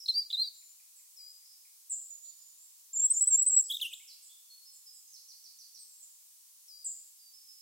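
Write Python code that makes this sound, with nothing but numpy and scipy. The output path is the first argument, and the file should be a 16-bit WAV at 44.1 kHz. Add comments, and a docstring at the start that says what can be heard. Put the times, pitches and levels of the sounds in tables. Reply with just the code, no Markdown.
"""A near songbird warbles low, runs through a thin high twitter and ends in a reedy flourish.
Another gives two sharp buzzy calls, and farther birds whistle and tick in a wood on a still day.
Each note is a gliding oscillation of the syrinx, modulated at random in pitch and level; the trees
scatter it into reverberation. A soft wash of hiss swells beneath the twitter, and under it all lie
a faint far rush of air and a steady hiss."""
import sys
import numpy as np
from scipy import signal
from scipy.fft import rfft, irfft, next_fast_len
from scipy.io import wavfile
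from scipy.ndimage import map_coordinates

SR = 44100
rng = np.random.default_rng(int(sys.argv[2]) if len(sys.argv) > 2 else 0)


def materialize(psi):
    """Save the field psi as 16-bit PCM at rate SR to the path in sys.argv[1].

    A 1-D psi becomes a single channel; in a 2-D psi each row is a channel.
    """
    bounded = np.clip(np.atleast_2d(psi).T, -1, 1)
    quanta = np.round(bounded * 32767).astype(np.int16)
    wavfile.write(sys.argv[1], SR, quanta)


N = 335601


def near_songbird():
    """Close to a source the direct sound dominates; the forced flourish stirs a longer echo."""
    song = among_trees(chips() + warble() + twitter(), direct_db=0.13,
                       branches=(-14.5, 0.22, 0.44), wood=(-20, 0.62, 0.7))
    ending = among_trees(flourish(), direct_db=-0.7, branches=(-13, 0.25, 0.16), wood=(-20, 1.0, 0.5))
    return song + ending


def chips():
    """Brevity and fast modulation widen a tone's band: scratchy chips open each warble phrase."""
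    # chips: start_s, length_s, level_db, first_hz, last_hz
    chip_notes = [(.060, 0.0059, -37, 4050, 4200), (.081, 0.0051, -38, 3690, 4660),
                  (.302, 0.0074, -45, 4000, 3240), (.309, 0.0068, -38.5, 3840, 3630),
                  (.325, 0.0047, -45, 4070, 4670)]
    return sing(glides(chip_notes, bend=1.0), edge_s=0.0031, waver=0.029, waver_per_s=1100,
                flutter_db=3.0, overtones_db=(-24,), rasp_db=-35)


def warble():
    """Nearly sinusoidal oscillation of the syrinx: two phrases of hook, swell and fading tail."""
    # hooks that leap up and sag: start_s, length_s, level_db, first_hz, last_hz
    hooks = [(.086, 0.032, -26.5, 4500, 4014), (.329, 0.031, -30.5, 4450, 3627)]
    # swelling whistles: same columns
    swells = [(.139, .062, -26.5, 4420, 4760), (.370, .066, -28, 3820, 4200)]
    # tails, overlapping where both sides of the syrinx sound: same columns
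    tails = [(.200, 0.032, -37, 4980, 4520), (.419, .054, -40.5, 4580, 4744),
             (.436, 0.026, -40, 4060, 3804), (.472, .017, -37, 4870, 4350)]
    notes = (glides(hooks, bend=2.4, attack=0.38, rise_db=1, release=0.6, fall_db=11, scoop=0.2)
             + glides(swells, bend=4.13, attack=0.82, rise_db=11.5, release=0.18, fall_db=6)
             + glides(tails, bend=0.9, attack=0.13, rise_db=0.5, release=1.0, fall_db=6.5, scoop=0.033))
    return sing(notes, edge_s=0.0021, waver=0.0022, waver_per_s=450,
                flutter_db=1.5, overtones_db=(-30, -40), rasp_db=-32.5)


def twitter():
    """A high fundamental almost free of harmonics sounds thin: a quaver, then slurs and pips."""
    # quavering lead-in: time_s, pitch_hz, level_db
    quaver = [(2.932, 7103, -41.5), (2.946, 7680, -37), (2.956, 7203, -36.5), (2.974, 6980, -29.5),
              (2.986, 7590, -32), (3.009, 7270, -25)]
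    # swelling slurs: start_s, length_s, level_db, first_hz, last_hz
    slurs = [(3.011, 0.059, -24, 7390, 7680), (3.135, 0.066, -30.5, 6994, 7340),
             (3.304, 0.059, -22, 7560, 7320), (3.371, 0.035, -24, 7560, 7750),
             (3.491, 0.028, -26.5, 8110, 7420), (3.507, 0.05, -26, 7320, 7760)]
    # higher, abrupt pips: same columns
    pips = [(3.102, 0.024, -21, 8030, 8240), (3.208, 0.037, -23, 7870, 7760),
            (3.272, 0.026, -23.5, 7890, 8095), (3.410, 0.026, -22.5, 7740, 7900),
            (3.463, .028, -23.5, 8020, 8210), (3.562, .051, -19.5, 7845, 7550)]
    notes = ([winding(quaver)]
             + glides(slurs, bend=1.2, attack=0.72, rise_db=9.5, release=0.16, fall_db=4, droop=0.025)
             + glides(pips, bend=0.98, attack=0.15, rise_db=4, release=0.55, fall_db=5.5,
                      scoop=0.0073, droop=0.039))
    return sing(notes, edge_s=0.0059, waver=0.0088, waver_per_s=221,
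                flutter_db=1.86, overtones_db=(-34,), rasp_db=-58)


def flourish():
    """Forcing the syrinx strengthens its harmonics and rasp, so the timbre turns reedy."""
    # two long notes, a curve each: time_s, pitch_hz, level_db
    reedy_curves = [
        [(3.694, 3219, -52.5), (3.702, 3435, -34), (3.712, 3210, -32), (3.716, 3230, -30.5), (3.724, 4017, -36),
         (3.732, 3469, -38.5), (3.74, 3370, -38.5), (3.75, 3750, -32.5), (3.758, 3800, -38.5)],
        [(3.813, 3900, -33.5), (3.823, 3287, -30.5), (3.833, 3037, -31), (3.841, 2885, -42), (3.853, 2755, -35),
         (3.859, 2724, -35.5), (3.869, 3055, -38), (3.879, 2930, -55.5), (3.885, 2860, -51)],
    ]
    # quick flicks between and after them: start_s, length_s, level_db, first_hz, last_hz
    flicks = [(3.767, 0.0052, -32.5, 3770, 3440), (3.798, 0.0091, -45.5, 2620, 3200),
              (3.927, .016, -40, 2590, 3960)]
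    notes = [winding(curve) for curve in reedy_curves]
    notes += glides(flicks, bend=-0.38, attack=0.76, rise_db=6.5)
    return sing(notes, edge_s=0.0014, waver=0.016, waver_per_s=850,
                flutter_db=1.34, overtones_db=(-25, -16.5, -14.5, -21), rasp_db=-26.5)


def syrinx(pitch, levels_db, edge_s, waver, waver_per_s, flutter_db, overtones_db=(), rasp_db=-90):
    """An oscillator under random frequency and amplitude modulation, with harmonics and air noise."""
    pitch, levels_db = (np.pad(v, int(edge_s * SR / 2), mode="edge") for v in (pitch, levels_db))
    t = np.arange(len(pitch)) / SR
    hz = pitch * (1 + waver * wander(t, waver_per_s))
    phase = 2 * np.pi * np.cumsum(hz) / SR
    tone = np.sin(phase)
    for k, level_db in enumerate(overtones_db, 2):
        tone += from_db(level_db + 2 * wander(t, waver_per_s)) * np.sin(k * phase) * (k * hz < SR / 2)
    air = np.diff(rng.standard_normal(SR // 2), 2)[:len(t)] / 2   # differencing favours the treble
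    opening = np.sin(np.pi / 2 * np.clip(np.minimum(t, t[-1] - t) / edge_s, 0, 1)) ** 2
    gain = from_db(levels_db + flutter_db * wander(t, waver_per_s / 2))
    return np.sqrt(2) * gain * opening * (tone + from_db(rasp_db) * air)


def glides(rows, bend, attack=0.3, rise_db=0, release=0.3, fall_db=0, scoop=0, droop=0, lift=0):
    """Exponential glides as notes (start, pitch, levels, ...); more bend settles the pitch sooner.
    Attack and release are fractions of the length; scoop, droop and lift, of the pitch."""
    scoop_s, droop_s = 0.0022, 0.003
    notes = []
    for start, length, level_db, first_hz, last_hz, *rest in rows:
        t = np.arange(int(length * SR)) / SR
        progress = t / t[-1]
        hz = first_hz + (last_hz - first_hz) * np.expm1(-bend * progress) / np.expm1(-bend)
        scoop_in = scoop * np.exp(-t / scoop_s)
        droop_out = droop * np.exp((t - t[-1]) / droop_s)
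        hz *= 1 + lift * progress ** 3 - scoop_in - droop_out
        onset_db = rise_db * np.maximum(1 - progress / attack, 0) ** 2
        ending_db = fall_db * np.maximum(1 - (1 - progress) / release, 0) ** 2
        notes.append((start, hz, level_db - onset_db - ending_db, *rest))
    return notes


def winding(curve):
    """A note whose frequency and level follow a piecewise linear contour."""
    time_s, hz, level_db = np.transpose(curve)
    t = np.arange(time_s[0], time_s[-1], 1 / SR)
    return time_s[0], np.interp(t, time_s, hz), np.interp(t, time_s, level_db)


def sing(notes, **voice):
    """One bird's notes superpose, cross-fading where they meet."""
    out = np.zeros(N)
    for start, pitch, levels_db in notes:
        add(out, start - voice["edge_s"] / 2, syrinx(pitch, levels_db, **voice))
    return out


def wander(t, per_s):
    """Smooth random modulation of roughly unit spread, through per_s values a second."""
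    knots = rng.standard_normal(256)
    return map_coordinates(knots, [t * per_s], order=3, mode="wrap")


def add(track, start_s, sound):
    """Linear superposition of a sound on a track."""
    at = max(int(start_s * SR), 0)
    track[..., at:at + sound.shape[-1]] += sound[..., :N - at]


def from_db(db):
    """Amplitude ratio of a level in decibels."""
    return 10 ** (np.asarray(db) / 20)


def among_trees(sound, direct_db, branches, wood):
    """Scattering adds two exponential reverberant tails, each (level_db, t60_s, stereo_spread)."""
    t = np.arange(SR) / SR
    build_up = 1 - np.exp(-t / 0.0037)
    response = np.zeros((2, SR))
    for level_db, t60_s, spread in branches, wood:
        mid, side = rng.standard_normal((2, SR)) * build_up * from_db(-60 * t / t60_s)
        response += from_db(level_db) * (mid + spread * side * [[1], [-1]]) / np.linalg.norm(mid)
    scattered = signal.fftconvolve(np.atleast_2d(sound), response, axes=1)[:, :N]
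    return from_db(direct_db) * sound + scattered


def sharp_caller():
    """Two voices slide down together and beat into a buzz, smeared by scattering in the foliage."""
    # upper voice: start_s, length_s, level_db, first_hz, last_hz
    sharp_calls = [(1.897, 0.045, -36.5, 8450, 7530), (6.843, .045, -37.5, 8350, 7570)]
    lower_delay_s, lower_ratio, lower_db = 0.0039, 0.936, -4
    upper = glides(sharp_calls, bend=2.5, attack=0.45, rise_db=6)
    lower = [(start + lower_delay_s, pitch * lower_ratio, levels_db + lower_db)
             for start, pitch, levels_db in upper]
    calls = sing(upper + lower, edge_s=0.0033, waver=0.019, waver_per_s=1000, flutter_db=3.5)
    return among_trees(from_direction(calls, pan_db=0, lag_s=-2e-5), direct_db=-1,
                       branches=(-6, 0.38, 0.24), wood=(-5, 0.69, 0.42))


def distant_birds():
    """The ratio of direct to reverberant sound falls with distance, blurring the farthest birds."""
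    whistles, slurs = far_whistles(), far_slurs()
    return (among_trees(whistles, direct_db=1, branches=(-7, 1.0, 0.44), wood=(-5.5, 0.99, 0.83))
            + among_trees(slurs, direct_db=-4, branches=(-3.5, 0.3, 0.31), wood=(-2.5, 0.95, 0.9)))


def far_whistles():
    """Shallow modulation leaves nearly pure tones, each relaxing towards a pitch."""
    # settling whistles: start_s, length_s, level_db, first_hz, last_hz, pan_db
    whistles = [ (.530, 0.19, -61, 7290, 7130, 3), (1.175, 0.18, -67.5, 7850, 7600, -1),
                (2.090, 0.069, -51, 7280, 6880, -7), (2.225, .088, -52.5, 7290, 7000, -8),
                (2.400, 0.13, -61.5, 7050, 7090, -3), (3.010, 0.053, -69.5, 3390, 3390, -1),
                (3.195, .1, -74.5, 3416, 3285, 0.5), (3.316, 0.018, -61.5, 5230, 4880, -3.5),
                (3.475, 0.04, -65, 5240, 4840, -3.5), (3.893, .03, -60, 2930, 2493, 0),
                (3.995, 0.029, -67, 2043, 2310, 0), (4.495, 0.096, -59.5, 4295, 4347, -1.5),
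                (4.650, 0.055, -60, 4980, 5290, -5), (4.858, 0.049, -55, 5160, 5070, -5),
                (5.785, 0.048, -55.5, 8370, 8210, 2), (7.185, .12, -65, 5050, 4670, -4),
                (7.330, 0.055, -59, 5290, 5245, -4.5), (7.470, 0.074, -59, 5140, 5260, -5.5)]
    # swoops that dip and lift again: start_s, length_s, level_db, first_hz, dip_hz, pan_db
    swoops = [(1.162, .155, -55.5, 5620, 4770, 4), (6.678, 0.15, -56.5, 5740, 4690, 4.5)]
    notes = (glides(whistles, bend=4.1, attack=0.2, rise_db=3.5, release=0.35, fall_db=4.5)
             + glides(swoops, bend=8.2, release=0.7, fall_db=6, lift=0.071))
    return chorus(notes, edge_s=0.0082, waver=0.0035, waver_per_s=400, flutter_db=1.65)


def far_slurs():
    """Deep, fast modulation spreads short calls from far in the wood into noisy sidebands."""
    # blurred slurs: start_s, length_s, level_db, first_hz, last_hz, pan_db
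    slurs = [ (0, 0.026, -47, 5710, 5130, -0.5), (1.445, 0.086, -66, 5330, 4960, -3),
             (2.245, 0.021, -64.5, 3390, 5030, 0.5), (2.281, 0.017, -62.5, 5200, 3600, 0.5),
             (2.380, 0.027, -65.5, 5100, 5000, 0), (2.575, 0.068, -61.5, 7430, 7450, -4),
             (3.075, 0.084, -61.5, 5950, 5230, -5.5), (3.635, 0.028, -58.5, 5260, 4860, -4.5),
             (4.075, 0.044, -56.5, 5660, 3910, -2.5), (4.285, 0.055, -65, 3374, 3600, -1),
             (5.070, 0.044, -63.5, 6350, 6440, -6.5), (5.870, 0.088, -63, 7670, 7650, -3)]
    # thin falling calls of one shape: start_s, level_db
    tsip_onsets = [(0.948, -62.5), (3.901, -54.5), (4.219, -59), (4.715, -58.5), (4.926, -60),
                   (5.987, -56.5)]
    tsips = [(start, 0.052, level_db, 8370, 7050, -2.5) for start, level_db in tsip_onsets]
    run_gap_s, tick_gap_s, slowing_s = 0.153, 0.135, 0.0065
    even_run = [(5.126 + k * run_gap_s, 0.041, -56, 6300, 4190, -4) for k in range(5)]
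    ticks = [(0.15 + k * tick_gap_s + k ** 2 * slowing_s, 0.012, -75.5, 2633, 1950, 0) for k in range(9)]
    notes = glides(slurs + tsips + even_run + ticks, bend=0.3,
                   attack=0.28, rise_db=2, release=0.25, fall_db=4.5)
    return chorus(notes, edge_s=0.0042, waver=0.028, waver_per_s=1100, flutter_db=4.5)


def chorus(notes, **voice):
    """Notes of several birds superpose, each from its own direction."""
    lag_s_per_db = 7.1e-6
    out = np.zeros((2, N))
    for start, pitch, levels_db, pan_db in notes:
        call = syrinx(pitch, levels_db, **voice)
        add(out, start, from_direction(call, pan_db, pan_db * lag_s_per_db))
    return out


def from_direction(sound, pan_db, lag_s):
    """Direction is heard as differences of level and arrival time, both left minus right."""
    n = np.arange(len(sound))
    shift = lag_s * SR / 2
    left = from_db(pan_db / 2) * map_coordinates(sound, [n - shift], order=3)
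    right = from_db(-pan_db / 2) * map_coordinates(sound, [n + shift], order=3)
    return np.array([left, right])


def wash():
    """Band-limited noise swells and fades just below the pitch of the twitter."""
    # spectral density of the hiss: frequency_hz, relative_db
    wash_spectrum = [(500, -82), (2500, -31.5), (4000, -15), (5200, -3.5), (6600, 2), (8000, -11.5),
                     (11000, -33.5)]
    # its envelope: time_s, level_db
    wash_envelope = [(3.0, -100), (3.12, -70.5), (3.3, -63.5), (3.55, -65), (3.85, -59.5), (4.2, -100)]
    level_db = np.interp(np.arange(N) / SR, *np.transpose(wash_envelope))
    return from_db(level_db) * coloured_noise(wash_spectrum)[0]


def background():
    """The broadband noise floor: far air swells slowly under an even microphone hiss."""
    # spectral density of the rush of air: frequency_hz, relative_db
    air_spectrum = [(25, -33.5), (100, -32), (150, -25.5), (180, -15), (230, -21.5), (450, -17.5),
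                    (700, -6), (1000, 2), (1500, -4), (2500, -22)]
    # its envelope: time_s, level_db
    air_envelope = [(0, -85.5), (1.7, -85.5), (3.2, -84.5), (4.5, -86), (7.6, -86.5)]
    # spectral density of the hiss: frequency_hz, relative_db
    hiss_spectrum = [(100, -55), (1000, -33.5), (2000, -19), (3200, -13.5), (4500, -7), (6300, -3),
                     (8500, -2), (12500, -4), (15500, -4.5)]
    hiss_db = -57
    air_db = np.interp(np.arange(N) / SR, *np.transpose(air_envelope))
    air = from_db(air_db) * coloured_noise(air_spectrum)
    return air + from_db(hiss_db) * coloured_noise(hiss_spectrum)


def coloured_noise(spectrum):
    """Spectral shaping of white noise, uncorrelated between the two channels; rms 1."""
    hz, level_db = np.transpose(spectrum)
    size = next_fast_len(N, real=True)
    bin_hz = np.maximum(np.arange(size // 2 + 1) * SR / size, 1)
    gain = from_db(np.interp(np.log(bin_hz), np.log(hz), level_db))
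    white = rng.standard_normal((2, size))
    noise = irfft(rfft(white) * gain, size)[:, :N]
    return noise / np.sqrt(np.mean(noise ** 2))


def scene():
    """Sound pressures add: all the birds over the quiet background."""
    return near_songbird() + sharp_caller() + distant_birds() + wash() + background()


def record(dry):
    """A steep elliptic low-pass filter limits the bandwidth."""
    cutoff_hz = 15900
    return signal.sosfilt(signal.ellip(12, 0.1, 80, cutoff_hz, fs=SR, output="sos"), dry)


dry = scene()
out = record(dry)
materialize(out)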